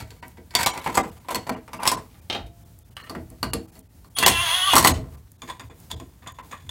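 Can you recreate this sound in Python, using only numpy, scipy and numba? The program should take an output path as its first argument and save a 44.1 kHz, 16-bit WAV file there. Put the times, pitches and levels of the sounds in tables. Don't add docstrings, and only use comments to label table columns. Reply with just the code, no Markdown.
import sys
import numpy as np
from scipy import signal
from scipy.fft import rfft, irfft
from scipy.io import wavfile
from scipy.ndimage import uniform_filter1d
from numba import njit

SR = 44100
rng = np.random.default_rng(int(sys.argv[2]) if len(sys.argv) > 2 else 0)


def invert_db(x):
    u = np.asarray(x, float) / 20
    return 10 ** u


def wrap_up_sound(samples):
    columns = np.atleast_2d(samples).T
    tamed = np.clip(columns, -1, 1)
    steps = np.round(tamed * 32767).astype(np.int16)
    wavfile.write(sys.argv[1], SR, steps)


N = 295470


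def unit(x):
    return x / np.sqrt(np.mean(x ** 2))


def band(x, lo_hz, hi_hz):
    return signal.sosfilt(signal.butter(2, [lo_hz, min(hi_hz, .45 * SR)], "band", fs=SR, output="sos"), x)


def ring(x, hz, t60_s):
    r = np.exp(-np.log(1000) / (t60_s * SR))
    w = 2 * np.pi * hz / SR
    return signal.lfilter([np.sin(w) * np.sqrt(4 * (1 - r))], [1, -2 * r * np.cos(w), r * r], x)


def walk(rate_hz, n=N):
    k = int(SR / rate_hz)
    return uniform_filter1d(np.repeat(rng.standard_normal(n // k + 1), k), k)[:n]


def curves(table):
    s, *columns = np.transpose(table)
    return [np.interp(np.arange(N) / SR, s, c) for c in columns]


# t/s, box peak level/dB, hardness (cover re box)/dB, board re box/dB
COVER_SLID_ON = [(0.003, -38, -1, 6), (0.105, -37, -0.5, -4), (0.226, -27, -20, -11.5),
                 (0.37, -38, -11, -0.5), (0.507, -40.5, 0, -16.5), (0.538, -30, -13, -19.5),
                 (0.551, -8, 1.5, -27.5), (0.588, -18.5, -10.5, -10.5), (0.605, -19, 0.5, -32),
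                 (0.631, -19, 3, -20), (0.661, -7.5, 4, -29.5), (0.689, -32, -2, -32),
                 (0.735, -30, -10.5, -30), (0.758, -32.5, -22, -7.5), (0.776, -24, -8, -18)]
COVER_PRESSED = [(0.8416, -30, -0.5, -42), (0.861, -15, -28, -9.5), (0.895, -44.5, -28, -4),
                 (0.915, -37, -1, -25), (0.942, -17.5, 5, -36), (0.953, -24.5, -4, -25),
                 (0.9728, -6, -12.5, -11), (1.038, -28.5, -38, 1.5), (1.247, -47.5, -18.5, 0),
                 (1.285, -21, -10, -36), (1.303, -12, -0.5, -13), (1.346, -23, -1, -3.5),
                 (1.354, -20, -2, -11), (1.466, -21, -7, -19), (1.493, -16, -10.5, -3.5),
                 (1.547, -28.5, -32, -5.5), (1.678, -30, -18.5, -9.5), (1.732, -21.5, -8.5, -12),
                 (1.79, -19, -19, -25), (1.817, -19.5, -14.5, -27.5), (1.832, -22, -7, -24),
                 (1.8535, -11, -16, -29.5), (1.866, -24, 1.5, -19), (1.875, -20.5, 12.5, -19),
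                 (1.885, -33.5, 2.5, -24.5), (1.9158, -13, -4, -11), (1.96, -25, -19, -9)]
TOOL_LIFTED = [(2.143, -47.5, -12, -22), (2.299, -22.5, 1.5, -9.5), (2.327, -28, 2, -36.5),
               (2.349, -24.5, -6, -13)]
BIT_PLACED = [(2.46, -57, 18.5, -11), (2.967, -27.5, -10.5, -40), (2.995, -30.5, -12, -34),
              (3.027, -33, -14.5, -27), (3.062, -32.5, -15, -10), (3.096, -31, -1, 3), (3.15, -28, -19, 0),
              (3.303, -55, -7, 15.5), (3.429, -19, -5, -4), (3.534, -26, 3, 6), (3.754, -47, -1.5, 9.5),
              (4.044, -49.5, -6, -10)]
HAMMER_BLOWS = [(4.1653, -48, 3.5, -11), (4.171, -37.5, 3.5, -12.5), (4.186, -20.5, 6, -5),
                (4.2267, -7.5, -13, -19), (4.2621, -4, 2.5, -23.5), (4.279, -15, 1.5, -12),
                (4.696, -27, -4, -23), (4.7335, -8.5, -10, -7.5), (4.754, -11, 4, -23),
                (4.7644, -7, -1.5, -21.5), (4.7805, -13, 4, -22), (4.809, -19.5, -22, -22),
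                (4.826, -23, -0.5, -7.5), (4.842, -15.5, -2.5, -6), (4.847, -8.5, -5.5, -19),
                (4.859, -22, -4, -21.5), (4.872, -14.5, 8, -14), (4.895, -30.5, -7, 1.5),
                (4.96, -38, -23, 10), (5.04, -48.5, -24, 8.5)]
BIT_SEEKING = [(5.145, -50.5, -19, -1), (5.419, -28, -8.5, -5), (5.474, -21, -7, -31),
               (5.498, -26.5, -9.5, -39), (5.596, -23.5, -15, -14.5), (5.698, -36.5, -13, -8),
               (5.901, -26.5, 1, -15), (5.914, -33.5, 2.5, -3), (5.999, -37.5, -5.5, 3),
               (6.22, -36, -12, -9.5), (6.259, -26, -29, -22), (6.273, -39.5, 2.5, -35),
               (6.386, -27.5, -21.5, -19.5), (6.51, -26, -5.5, -13), (6.524, -25.5, -34.5, -38),
               (6.575, -56, 2, -17), (6.692, -34.5, 2, -18)]
# contacts, edge re cover/dB, rattle t60/s
ACTIONS = [
    (COVER_SLID_ON, -4, 0.076),
    (COVER_PRESSED, -0.29, 0.069),
    (TOOL_LIFTED, -36, 0.16),
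    (BIT_PLACED, -0.5, 0.081),
    (HAMMER_BLOWS, 2, 0.095),
    (BIT_SEEKING, -5, 0.081),
]


def knocks():
    return [(*row, edge_db, t60_s) for rows, edge_db, t60_s in ACTIONS for row in rows]


SLIDES = [.605, .842, .915, .94, 1.305, 1.467, 1.79, 1.817, 1.96, 2.46, 2.995, 3.062, 5.478, 5.9, 6.22,
          6.26, 6.512]


def slides_in(s):
    return np.abs(np.asarray(s)[..., None] - SLIDES).min(axis=-1) < .006


def bursts(times, db, t60_s, rise_s, crack_db=-60):
    crack_t60_s, slide_rise_s = .018, .007
    env, t = np.zeros(N), np.arange(SR // 5) / SR
    for s, d, decay_s in zip(times, db, t60_s):
        i, slide = int(s * SR), slides_in(s)
        fall = invert_db(-60 * t / max(decay_s, .004))
        if not slide:
            fall = fall + invert_db(crack_db - 60 * t / crack_t60_s)
        rise = 1 - np.exp(-t / (slide_rise_s if slide else rise_s))
        env[i:i + len(t)] += (invert_db(d) * fall * rise)[:max(N - i, 0)]
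    return env


@njit
def shifting_mode(x, pole, which):
    y, z = np.empty(len(x)), 0j
    for i in range(len(x)):
        z = z * pole[which[i]] + x[i]
        y[i] = z.imag
    return y


def body(force, hz, t60_s, which, scatter_db, detune):
    weight, shift = np.clip(rng.standard_normal((2, len(knocks()) + 1)), -1.3, 1.3)
    r = np.exp(-np.log(1000) / (t60_s * SR))
    pole = r * np.exp(2j * np.pi * hz * (1 + detune * shift) / SR)
    weighted = force * invert_db(scatter_db * weight)[which] + 1e-18
    return np.sqrt(4 * (1 - r)) * shifting_mode(weighted, pole, which)


# f/Hz, width/Hz, level/dB
LOOSE_COVER = [(766, 12, -8.5), (960, 42, -0.5), (1540, 18, -11.5), (1953, 25, -11.5), (2221, 17, -7.5),
               (3000, 12, -26.5), (3110, 25, -17.5), (3600, 36, -15.5), (4185, 25, -15.5), (4530, 31, -3),
               (5120, 46, -13), (5750, 18, -16.5), (7200, 82, -5.5), (7870, 110, -7.5)]
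SEATED_COVER = [(745, 13, -18), (840, 36, 0.5), (972, 70, 2.5), (1223, 23, -12), (2080, 18, -13),
                (2300, 35, -23.5), (2730, 15, -17), (3670, 53, -16), (4500, 99, -3), (4910, 110, -8.5),
                (6240, 55, -10), (6800, 36, -7), (7780, 170, -3), (9900, 40, -15)]
TILTED_COVER = [(980, 62, 7), (2090, 34, -12), (2225, 16, -10.5), (3160, 72, -10), (3650, 56, -18),
                (4050, 23, -9), (4380, 40, -12.5), (5050, 210, -25), (5840, 32, -8), (6970, 28, -9.5),
                (7170, 110, -15), (7570, 30, -19), (7880, 130, -13), (8600, 75, -7)]
PRESSED_COVER = [(732, 24, -5), (970, 82, 6.5), (2020, 110, -11.5), (2800, 54, -12), (3540, 41, -19),
                 (3650, 41, -17), (4390, 55, -6), (5020, 53, -17), (6030, 47, -16), (7220, 140, -12),
                 (7900, 120, -14), (8280, 56, -21), (8600, 220, -23), (9100, 210, -22)]
SNAPPED_COVER = [(1000, 85, 6.5), (2283, 40, -15), (2740, 37, -7.5), (3590, 35, -21), (4790, 77, -10),
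                 (4940, 51, -11.5), (5400, 67, -9), (6030, 58, -9.5), (6780, 74, -15), (7280, 43, -19),
                 (7960, 34, -9), (8400, 43, -13), (9020, 31, -9), (9960, 91, -5.5)]
TOOL_BODY = [(860, 41, 0), (1280, 63, -8), (1710, 22, -27), (2216, 25, -31), (2500, 51, -2.5),
             (2880, 14, -25), (2910, 15, -0.5), (3140, 61, 3.5), (3670, 96, 0), (3850, 20, -9)]
BIT_HOLDER = [(1253, 24, -3.5), (1620, 21.3, -18), (1826, 65, -1), (2590, 40, -13), (2920, 64, 14),
              (3880, 67, -13), (4000, 52, 5), (5140, 22.1, -33), (8540, 40, -4.5)]
BIT_ON_SCREW = [(1120, 230, 2.5), (1430, 150, -17.5), (1914, 88, -8), (2810, 74, -1.5), (3350, 90, -18),
                (4410, 79, 3.5), (4840, 81, -24), (5700, 27, -16.5), (6560, 47, -17), (7480, 62, -7),
                (8750, 72, -11), (10080, 56, -5.5), (11100, 41, -20), (11460, 87, -9)]
BIT_AT_CORNER = [(1046, 42, -0.5), (1840, 64, -13.5), (2450, 40, -16), (3490, 75, 5), (4830, 88, -10),
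                 (6300, 29, -35), (6830, 220, 3.5), (8200, 81, -4), (8600, 47, -27), (8970, 40, -17)]
ANVIL = [(1049, 95, 3.5), (1960, 120, -8), (3020, 70, -8.5), (4385, 150, -3), (4700, 180, -12),
         (5680, 90, -8.5), (6590, 54, -13), (7900, 140, -9.5), (8560, 160, -12.5), (9050, 57, -21),
         (9700, 73, -13.5), (11500, 210, -18), (13880, 150, -16)]
HELD = [
    (0, LOOSE_COVER, 22),
    (.65, TILTED_COVER, 30),
    (.9, SEATED_COVER, 45),
    (1.2, PRESSED_COVER, 60),
    (1.65, SNAPPED_COVER, 60),
    (2.1, TOOL_BODY, 70),
    (2.9, BIT_HOLDER, 45),
    (3.09, BIT_ON_SCREW, 90),
    (4.1, ANVIL, 130),
    (5.3, BIT_AT_CORNER, 70),
]


def held_modes(box, cover, edge, strike, which):
    out = np.zeros(N)
    starts = [int(t * SR) for t, *_ in HELD] + [N]
    for (_, modes, grip_hz), a, b in zip(HELD, starts, starts[1:]):
        stop = min(b + SR // 10, N)
        touching = np.arange(a, stop) < b
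        for hz, width_hz, db in modes:
            if hz < 2500:
                force = box
            elif hz < 6000:
                force = invert_db(-3.5) * cover
            else:
                force = invert_db(-3.0) * edge
            push = force[a:stop] * touching * strike[a:stop]
            t60_s = 1.5 / max(width_hz, grip_hz)
            detune = .035 if hz < 1400 else .008
            tone = body(push, hz, t60_s, which[a:stop], 3.5, detune)
            out[a:stop] += invert_db(db - 4 + 2 * (hz > 1400)) * tone
    return out


# t/s, scrape level/dB
DRAG = [(0.0, -28), (.11, -57), (.57, -57), (.6, -18.5), (.71, -40), (.81, -32), (.93, -31.5),
        (1.08, -44.5), (1.72, -57), (1.9, -32), (2.03, -54), (2.74, -67), (3.62, -56), (4.14, -67),
        (4.9, -41.5), (5.22, -61.5), (5.59, -55), (5.75, -65.5), (6.7, -48.5)]


def drags():
    scrape_db = curves(DRAG)[0]
    grit = invert_db(4 * walk(250) + 4 * walk(45) - 2)
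    return invert_db([scrape_db - 0.5, scrape_db - 6.5, scrape_db - 4.5]) * grit


def steel():
    box_rise_s, edge_rise_s = .0006, .0002
    s, box_db, cover_db, board_db, edge_db, t60_s = np.transpose(knocks())
    edge_db = edge_db + cover_db
    t60_s = t60_s * 2 ** (-np.clip(cover_db + 3.5, -25, 15) / 75.5)
    which = np.searchsorted(s * SR, np.arange(N))

    drag = drags()
    rattle = invert_db(2.5 * walk(300))
    box = rattle * bursts(s, box_db, 1.13 * t60_s, box_rise_s, crack_db=-12.5) + drag[0]
    cover = rattle * bursts(s, box_db + cover_db, 0.78 * t60_s, edge_rise_s, crack_db=0.0) + drag[1]
    edge = rattle * bursts(s, box_db + edge_db, 1.2 * t60_s, edge_rise_s, crack_db=3.5) + drag[2]
    board = bursts(s + 0.0038, box_db + board_db, 2.53 * t60_s, 0.0088)

    noise = rng.standard_normal((3, N))
    out = invert_db(-10.5) * box * unit(band(noise[0], 1100, 2400))
    out += invert_db(-8.0) * cover * unit(band(noise[1], 2400, 5000))
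    out += invert_db(-9.0) * edge * unit(band(noise[2], 5800, 14000))

    strike = invert_db(-3) * rng.standard_normal(N)
    struck = s[~slides_in(s)]
    strike[((struck + box_rise_s) * SR).astype(int)] = invert_db(15)
    damped = .55 * drag
    out += held_modes(box - damped[0], cover - damped[1], edge - damped[2], strike, which)
    return out + board_thuds(board, which) + creaks()


# f/Hz, level/dB, t60/s
BOARDS = [(62, -3, .15), (82, 0, .25), (105, -3, .15), (210, -8, .08), (260, 0, .09), (313, 0, .08),
          (448, -2, .07), (632, -7, .06)]


def board_thuds(board, which):
    force = board * rng.standard_normal(N)
    modes = sum(invert_db(db) * body(force, hz, t60_s, which, 3, .012) for hz, db, t60_s in BOARDS[3:])
    thud = band(board * unit(band(rng.standard_normal(N), 200, 1600)), 250, 510)
    return invert_db(-3) * modes + invert_db(-11) * thud


# t/s, peak level/dB
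SHIFTS = [(0.0, -33), (0.599, -35), (1.1, -43), (1.45, -42.5), (1.948, -41), (2.419, -34), (3.209, -34),
          (3.481, -30), (4.312, -28), (4.788, -28.5), (4.931, -21.5), (5.65, -40), (5.95, -35.5),
          (6.7, -33.5)]


def creaks():
    load_db_per_s, settle_db_per_s, rest_db = 138, 76, -47.5
    t = np.arange(N) / SR
    level_db = np.full(N, 1. * rest_db)
    for s, peak_db in SHIFTS:
        fall_db = np.where(t < s, load_db_per_s * (s - t), settle_db_per_s * (t - s))
        level_db = np.maximum(level_db, peak_db - fall_db)
    noise = rng.standard_normal(N)
    modes = sum(invert_db(db) * ring(noise, hz, t60_s) for hz, db, t60_s in BOARDS[:3])
    return invert_db(level_db + 2.5) * unit(modes)


# t/s, turns f/Hz
SHAFT = [(4.16, 395), (4.22, 335), (4.3, 345), (4.398, 336), (4.414, 351), (4.432, 348), (4.478, 321),
         (4.51, 326), (4.54, 355), (4.566, 370), (4.59, 372), (4.616, 367), (4.672, 393), (4.686, 394),
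         (4.7, 376), (4.716, 358), (4.74, 356)]
# t/s, growl level/dB, whine level/dB
MOTOR = [(4.15, -30, -34), (4.25, -21.5, -27), (4.4, -21.5, -32.5), (4.5, -19, -34.5), (4.66, -22.5, -28),
         (4.76, -13, -37)]
# multiple of shaft f, level/dB
ORDER = [(1, -26), (2, -6), (2.5, -17.5), (3, 2), (3.5, -14.5), (4, -7.5), (4.5, -16.5), (5, -3),
         (5.5, -13), (6, -9), (6.5, -16.5), (7, -8), (7.5, -16), (8, 3.5), (8.5, -13.5), (9, -2.5),
         (9.5, -10), (10, -7.5), (11, -14), (12, -15)]
# f/Hz, width/Hz, level/dB
HOUSING = [(700, 91, -10), (1038, 310, -0.5), (1630, 120, -14), (2050, 120, -8.5), (2800, 20, -3.5),
           (3000, 64, -8), (3307, 95, 2), (3380, 86, -2), (4015, 140, -11.5), (6340, 200, -9.5),
           (9300, 290, -7)]
# f/Hz, level/dB, from t/s, to t/s
WHINE = [(9655, 0, 4.155, 4.56), (10088, -3, 4.36, 4.75), (9848, -9, 4.56, 4.75), (3300, -3, 4.157, 4.23)]


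def driver():
    start_s, stop_s = MOTOR[0][0], MOTOR[-1][0]
    run = slice(int(start_s * SR) - SR // 20, int(stop_s * SR) + SR // 20)
    shaft_hz, growl_db, whine_db = (c[run] for c in curves(SHAFT) + curves(MOTOR))
    t, n = np.arange(N)[run] / SR, len(shaft_hz)
    on = uniform_filter1d(1. * (t > start_s + .015) * (t < stop_s - .015), size=150)

    turn = 2 * np.pi * np.cumsum(shaft_hz * (1 + .006 * walk(30, n))) / SR
    orders = np.zeros(n)
    for k, db in ORDER:
        drift = 1.5 * np.cumsum(walk(45, n)) * 45 / SR + 6 * rng.random()
        orders += invert_db(db + 5.0 * walk(40, n)) * np.sin(k * turn + drift)

    chatter = rng.standard_normal(n) * (1 + .4 * np.cos(turn)) * invert_db(2.5 * walk(300, n))
    housing = sum(invert_db(db) * ring(chatter, hz, 2.2 / width_hz) for hz, width_hz, db in HOUSING)
    fan = unit(band(band(rng.standard_normal(n), 800, 15000), 800, 6500))
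    fan += invert_db(-3) * unit(band(rng.standard_normal(n), 8800, 15500))
    growl = unit(band(housing, 1200, 14000)) + invert_db(-10.5) * fan + invert_db(-6.0) * orders

    whine = np.zeros(n)
    for hz, db, from_s, to_s in WHINE:
        gate = uniform_filter1d(1. * (t > from_s) * (t < to_s), size=600)
        tone = np.sin(2 * np.pi * hz * t + 4.3 * walk(30, n))
        whine += invert_db(db + 4.5 * walk(21, n)) * tone * gate

    out = np.zeros(N)
    out[run] = on * invert_db(growl_db - 1.0) * growl + invert_db(whine_db + 2.5) * whine
    return out


# t/s, f/Hz, level/dB, t60/s
THIN_PART = (2.33, 688, -45, 1.1)


def thin_part():
    s, hz, db, t60_s = THIN_PART
    t = np.arange(N) / SR - s
    level = invert_db(db - 60 * np.abs(t) / t60_s + 2. * walk(8.5))
    return (t > 0) * level * np.sin(2 * np.pi * hz * t)


# t/s, peak level/dB
TICKS = [(0.281, -30), (2.7885, -32.5), (3.3018, -32.5), (3.7915, -27.5), (5.3176, -31.5), (5.801, -31.5),
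         (6.3214, -35.5)]


def ticks():
    s, db = np.transpose(TICKS)
    env = bursts(s, db, np.full(len(s), .012), .0001)
    return band(env * rng.standard_normal(N), 7200, 15000)


# f/Hz, level/dB per Hz
AIR = [(60, 6), (399, -23.5), (669, -27.5), (902, -26), (1060, -32.5), (2900, -37), (11600, -35.5),
       (16500, -34)]


def air():
    f = np.fft.rfftfreq(N, 1 / SR)[1:]
    hz, db = np.transpose(AIR)
    shape = np.append(0, invert_db(np.interp(np.log(f), np.log(hz), db)) * (f > 150))
    return unit(irfft(rfft(rng.standard_normal(N)) * shape, N)) * invert_db(-52.5 + 3.4 * walk(16.0))


def scene():
    near = steel() + driver() + ticks() + thin_part()
    t = np.arange(SR // 3) / SR
    rafters = band(rng.standard_normal(len(t)), 280, 6900) * invert_db(-60 * t / 0.22) * (t > .004)
    return (near + invert_db(-34.0) * signal.fftconvolve(near, rafters)[:N] + air())[None]


# t/s, kept f/Hz, ..
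DROPOUTS = [(.215, 4300), (.655, 2200, 5000), (.726, 2200, 3100, 5800, 7000, 8600),
            (.811, 2200, 3100, 3900, 11300), (1.025, 3700), (1.11, 2900, 5000), (1.195, 6900, 10400),
            (1.512, 1950, 4500), (1.556, 2800), (1.792, 2700, 5000), (1.965, 4100, 6300), (2.21, 2400),
            (2.645, 3500), (2.84, 3500), (2.901, 1400), (2.948, 1500), (3.03, 4300), (3.52, 2900),
            (3.67, 1300), (3.713, 2450), (3.82, 3200), (3.884, 2500), (4.095, 1500),
            (4.25, 1900, 2800, 3400, 4800, 6400, 6800), (4.931, 6600), (5.165, 1500), (5.376, 3800),
            (5.697, 7300), (5.955, 5000), (6.335, 6800), (6.421, 1900)]


def treble_dropouts(x):
    half = int(SR * 1024 / 48000)
    dip = np.hanning(2 * half) ** 2.8
    treble = x - signal.sosfiltfilt(signal.butter(4, 1400, fs=SR, output="sos"), x)
    out = x.copy()
    for s, *bands_hz in DROPOUTS:
        i = slice(int(s * SR) - half, int(s * SR) + half)
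        kept = 0
        for hz in bands_hz:
            narrow = signal.butter(2, [hz - 110, hz + 110], "band", fs=SR, output="sos")
            kept = kept + signal.sosfiltfilt(narrow, treble[i])
        out[i] -= .9 * dip * (treble[i] - 2.4 * kept)
    return out


def top_cut(x):
    return signal.sosfilt(signal.butter(12, 16680, fs=SR, output="sos"), x)


def record(dry):
    cut = signal.sosfilt(signal.butter(4, 52, "high", fs=SR, output="sos"), dry[0])
    rounded = np.tanh(0.55 * cut) / 0.91
    top = signal.sosfilt(signal.ellip(8, .3, 60, 15900, fs=SR, output="sos"), rounded)
    return top_cut(treble_dropouts(top)[None])


dry = scene()
out = record(dry)
wrap_up_sound(out)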